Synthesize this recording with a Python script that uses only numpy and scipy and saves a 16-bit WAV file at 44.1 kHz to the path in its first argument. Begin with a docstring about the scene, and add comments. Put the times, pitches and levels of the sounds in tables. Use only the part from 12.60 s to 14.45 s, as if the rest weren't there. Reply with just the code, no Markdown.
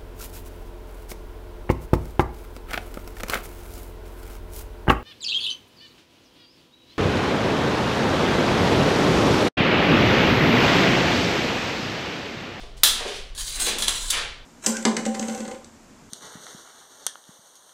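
"""Fencing in a garage

Two fencers spar. Their thin steel blades clash sharply and ring, then meet again, grind along each
other with a few knocks and a squeal, and slip apart at the tip. Shoes slap and scuff the concrete
and padded jackets flap. The bare walls echo, over a low rumble."""
import sys
import numpy as np
from scipy import signal
from scipy.fft import rfft, irfft
from scipy.io import wavfile
from scipy.ndimage import uniform_filter1d

SR = 44100
rng = np.random.default_rng(int(sys.argv[2]) if len(sys.argv) > 2 else 0)


def store_wav(level_fs):
    """Save 16-bit WAV to argv[1]."""
    pcm = np.round(np.clip(np.atleast_2d(level_fs), -1, 1) * 32767)
    wavfile.write(sys.argv[1], SR, pcm.T.astype(np.int16))


N = 81585

# Blade striking blade: time_s, level_db, ring_offset_db, sizzle_offset_db, clash_fade_s
# (a fade_s is always the time a sound takes to drop by 60 dB)
BLADE_HITS = [(0.2343, -6.5, 0.5, 0.5, 0.18), (.2378, -11, -11, -9, 0.21), (.2715, -15.5, -9, -7, 0.29),
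              (0.7498, -40, -3, -24, .1), (.778, -33.5, 4.5, -15, 0.21), (.8655, -41, 0, -7.5, 0.116),
              (1.065, -27, 7, -4, 0.11), (1.1845, -23, -14, -12, 0.11), (1.223, -19, 2.5, -38, 0.12),
              (1.2808, -22, -8.5, -21, 0.077), (1.2822, -13, -24, -20, 0.034)]
# The strongest tones of the blades: pitch_hz, relative_db, fade_s
BLADE_TONES = [(960, -12.5, 0.3), (1712, -7.5, 0.39), (3225, -3, 0.41), (3410, 3, 0.22), (3473, -3, .32),
               (3600, -7, 0.18), (3936, -1, 0.27), (4016, -0.5, 0.37), (4847, -10, 0.29), (5060, -12, 0.26),
               (5450, -12, 0.28), (6410, -10, 0.27), (6920, -17, 0.38), (7230, -8, .3), (7677, -20, .27),
               (8430, -9, 0.3), (9486, -12, 0.25), (10700, -19, .3), (12700, -13, .18), (15000, -15.5, .15)]
# Steel rubbing on steel, from bass to treble: pitch_hz, relative_db
GRIND_SPECTRUM = [(100, -41), (700, -24), (1150, -6), (1650, -7.5), (2400, -10), (3400, -0.5), (3950, 4),
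                  (4700, -4), (7000, -1.5), (10000, -3), (11800, -16), (14000, -14.5), (16000, -20.5)]
SLIPS_PER_S, SLIP_SPREAD_DB = 6000, 2.5  # tiny slips of one edge along the other


def amp(db):
    """Turns decibels into a number to multiply by."""
    return 10 ** (np.asarray(db) / 20)


def unit(x):
    """Scales a signal to an average strength (rms) of 1."""
    return x / np.sqrt(np.mean(x ** 2) + 1e-20)


def look_up(table, hz):
    """Reads between the rows of a table, with octaves evenly spaced."""
    pitches, values = np.transpose(table)
    return np.interp(np.log(hz + 1), np.log(pitches + 1), values)


def add(mix, start_s, sound):
    """Mixes a sound in at the given time."""
    part = mix[max(round(start_s * SR), 0):][:len(sound)]
    part += sound[:len(part)]


def colour(x, spectrum, tilt_db=0):
    """Shapes a signal's bass and treble, at strength 1; tilt_db per octave brightens it."""
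    hz = np.fft.rfftfreq(len(x), 1 / SR)
    gain = amp(look_up(spectrum, hz) + tilt_db * np.log2(hz + 1))
    return unit(irfft(rfft(x) * gain, len(x)))


def fade(t, fade_s):
    """Drops by 60 dB every fade_s."""
    return np.exp(-np.log(1000) * t / fade_s)


def swell(t, rise_s, fall_s):
    """Grows for rise_s, then drops by 20 dB every fall_s."""
    return np.minimum(t / rise_s, 1) * 10 ** (-np.maximum(t - rise_s, 0) / fall_s)


def clicks(size, per_s, spread_db):
    """Tiny random clicks of uneven strength."""
    spikes = rng.choice([-1, 1], size) * (rng.random(size) < per_s / SR)
    return spikes * amp(spread_db * np.minimum(rng.exponential(1, size), 4))


def struck_steel(tones):
    """Struck steel sounds several dying tones at once, starting at a total strength of 1."""
    t = np.arange(SR // 2) / SR
    out = sum(amp(db) * fade(t, fade_s) * np.sin(2 * np.pi * (hz * t + rng.random()))
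              for hz, db, fade_s in tones)
    return out / np.sqrt(sum(amp(db) ** 2 / 2 for _, db, _ in tones))


def rubbed_steel(friction, tones):
    """Rubbing keeps the steel's tones ringing, as strongly as the rubbing itself."""
    ring = signal.fftconvolve(friction, struck_steel(tones))[:len(friction)]
    return unit(ring) * friction.std()


def rumble():
    """A steady low noise lies under everything."""
    # The background noise: pitch_hz, relative_db
    spectrum = [(10, -11.5), (27, -0.5), (40, -7.5), (60, -16), (95, -29.5), (128, -22), (170, -34.5),
                (500, -34), (2000, -43), (4000, -44), (8000, -60), (16000, -70)]
    return amp(-38.5) * colour(rng.standard_normal(N), spectrum)


def shoes():
    """Soles drag grit across the concrete and slap down on it."""
    # Shoes dragging: start_s, rise_s, fall_s, level_db, tilt_db_per_octave
    scuffs = [(0, 0.0039, 0.11, -45.5, 0.94), (.165, 0.013, 0.036, -48.5, 9),
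              (.33, 0.072, 0.18, -34.5, -1.5), (.445, 0.038, .13, -34.5, 3), (.53, 0.037, 0.042, -39, 4),
              (.95, 0.039, 0.172, -38, -1.5), (1.06, 0.023, 0.12, -28, 1.2), (1.235, .06, 0.096, -33, -0.8),
              (1.505, 0.033, 0.071, -25.5, 0.1), (1.54, 0.037, 0.1, -29, -1.6)]
    # Grit under a shoe: pitch_hz, relative_db
    grit_spectrum = [(60, -31), (200, -15), (500, -9), (1000, -4.5), (2300, 0), (3400, 2), (4500, -3),
                     (6500, -10), (10000, -17.5), (12000, -29), (16000, -42)]
    # Shoes landing: start_s, level_db, tilt_db_per_octave
    steps = [(.032, -41.5, 1.5), (.405, -35.5, 2.5), (.452, -25, -0.2), (.962, -45.5, 4), (1.068, -28, 3.5),
             (1.16, -36.5, -3), (1.226, -36.5, 8.5)]
    # The slap of a sole: pitch_hz, relative_db
    sole_spectrum = [(40, -28), (150, -21), (290, -6.5), (370, 0), (470, 0.5), (620, -.5), (850, -8.5),
                     (1300, -14.5), (3000, -29), (12000, -58.5)]
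    out, t = np.zeros(N), np.arange(SR // 2) / SR
    for start_s, rise_s, fall_s, db, tilt_db in scuffs:
        grit = colour(clicks(len(t), per_s=5000, spread_db=3), grit_spectrum, tilt_db)
        add(out, start_s, amp(db) * grit * swell(t, rise_s, fall_s))
    for start_s, db, tilt_db in steps:
        slap = colour(rng.standard_normal(len(t)), sole_spectrum, tilt_db)
        add(out, start_s, amp(db) * slap * swell(t, rise_s=0.0041, fall_s=0.033))
    return out


def garage(x, echo_db):
    """Bare walls add a dense wash of echoes whose treble dies first."""
    # How long the echoes last: pitch_hz, fade_s
    echo_fades = [(100, 0.41), (400, 0.57), (1400, 0.565), (3700, 0.54), (8000, 0.4), (14000, 0.22)]
    echoes_per_s, wall_delay_s = 4000, 0.006
    echoes = rng.standard_normal(SR) * (rng.random(SR) < echoes_per_s / SR)
    hz, t, bands = signal.stft(echoes, SR, nperseg=256)
    bands *= fade(t, look_up(echo_fades, hz)[:, None])
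    tail = signal.istft(bands, SR, nperseg=256)[1]
    out = x.copy()
    add(out, wall_delay_s, amp(echo_db) * signal.fftconvolve(x, tail / np.linalg.norm(tail)))
    return out


def blade_clashes():
    """Each hit shakes many tones at once: a snap, a short clash and a sizzle on top."""
    # The crowd of weaker tones of the bending steel: pitch_hz, relative_db
    clash_spectrum = [(100, -35), (200, -20.5), (350, -27.5), (700, -13.5), (950, -8.5), (1700, -8.5),
                      (2400, -11.5), (2950, -6), (3400, 3.5), (4400, -4.5), (6200, -6.5), (9800, -4.5),
                      (11500, -13), (16000, -29)]
    # The very high hiss of a hit: pitch_hz, relative_db
    sizzle_spectrum = [(100, -63), (8000, -34), (12200, -6), (13100, 1.5), (14600, 2.5), (16000, -10)]
    out, t = np.zeros(N), np.arange(SR // 2) / SR
    for start_s, db, _, sizzle_db, clash_fade_s in BLADE_HITS:
        snap = amp(1.5) * fade(t, fade_s=0.017)
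        clash = colour(rng.standard_normal(len(t)), clash_spectrum) * (snap + fade(t, clash_fade_s)) / 2
        sizzle = colour(rng.standard_normal(len(t)), sizzle_spectrum) * fade(t, fade_s=0.033)
        add(out, start_s, amp(db) * (clash + amp(sizzle_db - 1.5) * sizzle))
    return out


def blade_ringing():
    """The blades' strongest tones sing on after each hit."""
    out = np.zeros(N)
    for start_s, db, ring_db, _, _ in BLADE_HITS:
        add(out, start_s, amp(db + ring_db - 10.5) * struck_steel(BLADE_TONES))
    return out


def jackets():
    """Heavy cloth gives a dull flap as the fencers strike and lunge."""
    # Arm and body movements: start_s, rise_s, fall_s, level_db
    moves = [(.24, 0.029, 0.18, -43), (.95, 0.13, 0.26, -43), (1.13, 0.067, 0.25, -46)]
    # Padded cloth flapping: pitch_hz, relative_db
    cloth_spectrum = [(60, -25.5), (140, -16), (200, 0.5), (300, -4), (500, -7.5), (1500, -18),
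                      (12000, -62)]
    out, t = np.zeros(N), np.arange(SR // 2) / SR
    for start_s, rise_s, fall_s, db in moves:
        cloth = colour(rng.standard_normal(len(t)), cloth_spectrum)
        add(out, start_s, amp(db) * cloth * swell(t, rise_s, fall_s))
    return out


def blade_slide():
    """The edges catch and slip in a shuddering stream of clicks that keeps the steel ringing."""
    # How hard the blades rub: time_s, level_db
    rubbing = [(.749, -48), (.79, -31), (.815, -31.5), (.855, -41.5), (.88, -31.5), (.915, -36),
               (.965, -30.5), (.984, -47), (1.005, -28), (1.05, -29), (1.09, -24), (1.13, -47),
               (1.175, -61), (1.19, -30), (1.24, -29), (1.265, -43.5), (1.287, -21.5), (1.315, -36),
               (1.36, -32.5), (1.42, -36), (1.495, -34.5), (1.51, -60)]
    # High tones that the rubbing sets off: pitch_hz, width_hz, relative_db
    squeals = [(4300, 300, -11), (8570, 380, 4), (9380, 490, 1), (9600, 260, -4), (14300, 1400, -12)]
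    shudder_db, thrust_s, thrust_width_s = 1.22, 1.012, 0.029
    t = np.arange(N) / SR
    smooth_noise = uniform_filter1d(rng.standard_normal(N), size=250)
    shudder = unit(uniform_filter1d(smooth_noise, size=150))
    rubbing_db = np.interp(t, *np.transpose(rubbing), left=-120, right=-120)
    force = amp(rubbing_db + shudder_db * shudder)
    slips = moving_contact(clicks(N, SLIPS_PER_S, SLIP_SPREAD_DB))
    grind = force * colour(slips, GRIND_SPECTRUM)
    # The edges squeal when the thrust is fastest; a wider tone dies sooner.
    thrust = np.exp(-((t - thrust_s) / thrust_width_s) ** 2 / 2)
    squeal_tones = [(hz, db, np.log(1000) / np.pi / width_hz) for hz, width_hz, db in squeals]
    squeal = rubbed_steel(force * thrust * slips, squeal_tones)
    return grind + amp(-0.5) * squeal + amp(-15.5) * rubbed_steel(grind, BLADE_TONES)


def moving_contact(x, depth_db=5, drift_s=0.082):
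    """As the touching point travels along the steel, some pitches swell and others fade at random."""
    bands = signal.stft(x, nperseg=512)[2]
    carry_over = np.exp(-256 / SR / drift_s)  # the drift takes a step every 256 samples
    drift = unit(signal.lfilter([1], [1, -carry_over], rng.standard_normal(bands.shape)))
    bands *= amp(depth_db * drift)
    return unit(signal.istft(bands, nperseg=512)[1][:len(x)])


def tip_flick():
    """One blade runs off the other with a quick scrape, and its tip zings."""
    # The tones of the tip: pitch_hz, relative_db, fade_s
    tip_tones = [(3472, 4, 0.095), (4600, 2.5, 0.078), (6270, -14, .1), (7080, -5, 0.107), (7687, -6, .1),
                 (8204, -14, 0.13), (9954, 2, 0.089), (10546, -7, 0.102)]
    out, t = np.zeros(N), np.arange(SR // 2) / SR
    slips = clicks(len(t), SLIPS_PER_S, SLIP_SPREAD_DB)
    scrape = colour(slips, GRIND_SPECTRUM, tilt_db=1.7)  # the thin tip scrapes brighter
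    scrape *= swell(t, rise_s=0.0078, fall_s=0.021)
    zing = amp(-6.5) * rubbed_steel(scrape, tip_tones)
    add(out, start_s=1.4985, sound=amp(-17) * (scrape + zing))
    return out


def scene():
    """Fencers and blades echo in the garage; the rumble and the ring after each hit get no echo."""
    mix = rumble() + garage(shoes() + jackets(), echo_db=-2)
    mix += garage(blade_clashes() + blade_slide() + tip_flick(), echo_db=-5.5)
    mix += blade_ringing()
    return mix[None]


def record(dry):
    """The microphone overloads and rounds off the loudest peaks; then the highest treble is cut."""
    ceiling, cutoff_hz = 1.2, 15850
    rounded = ceiling * np.tanh(dry / ceiling)
    lowpass = signal.firwin(511, cutoff_hz, window=("kaiser", 9), fs=SR)
    return signal.oaconvolve(rounded, lowpass[None], "same")


dry = scene()
out = record(dry)
store_wav(out)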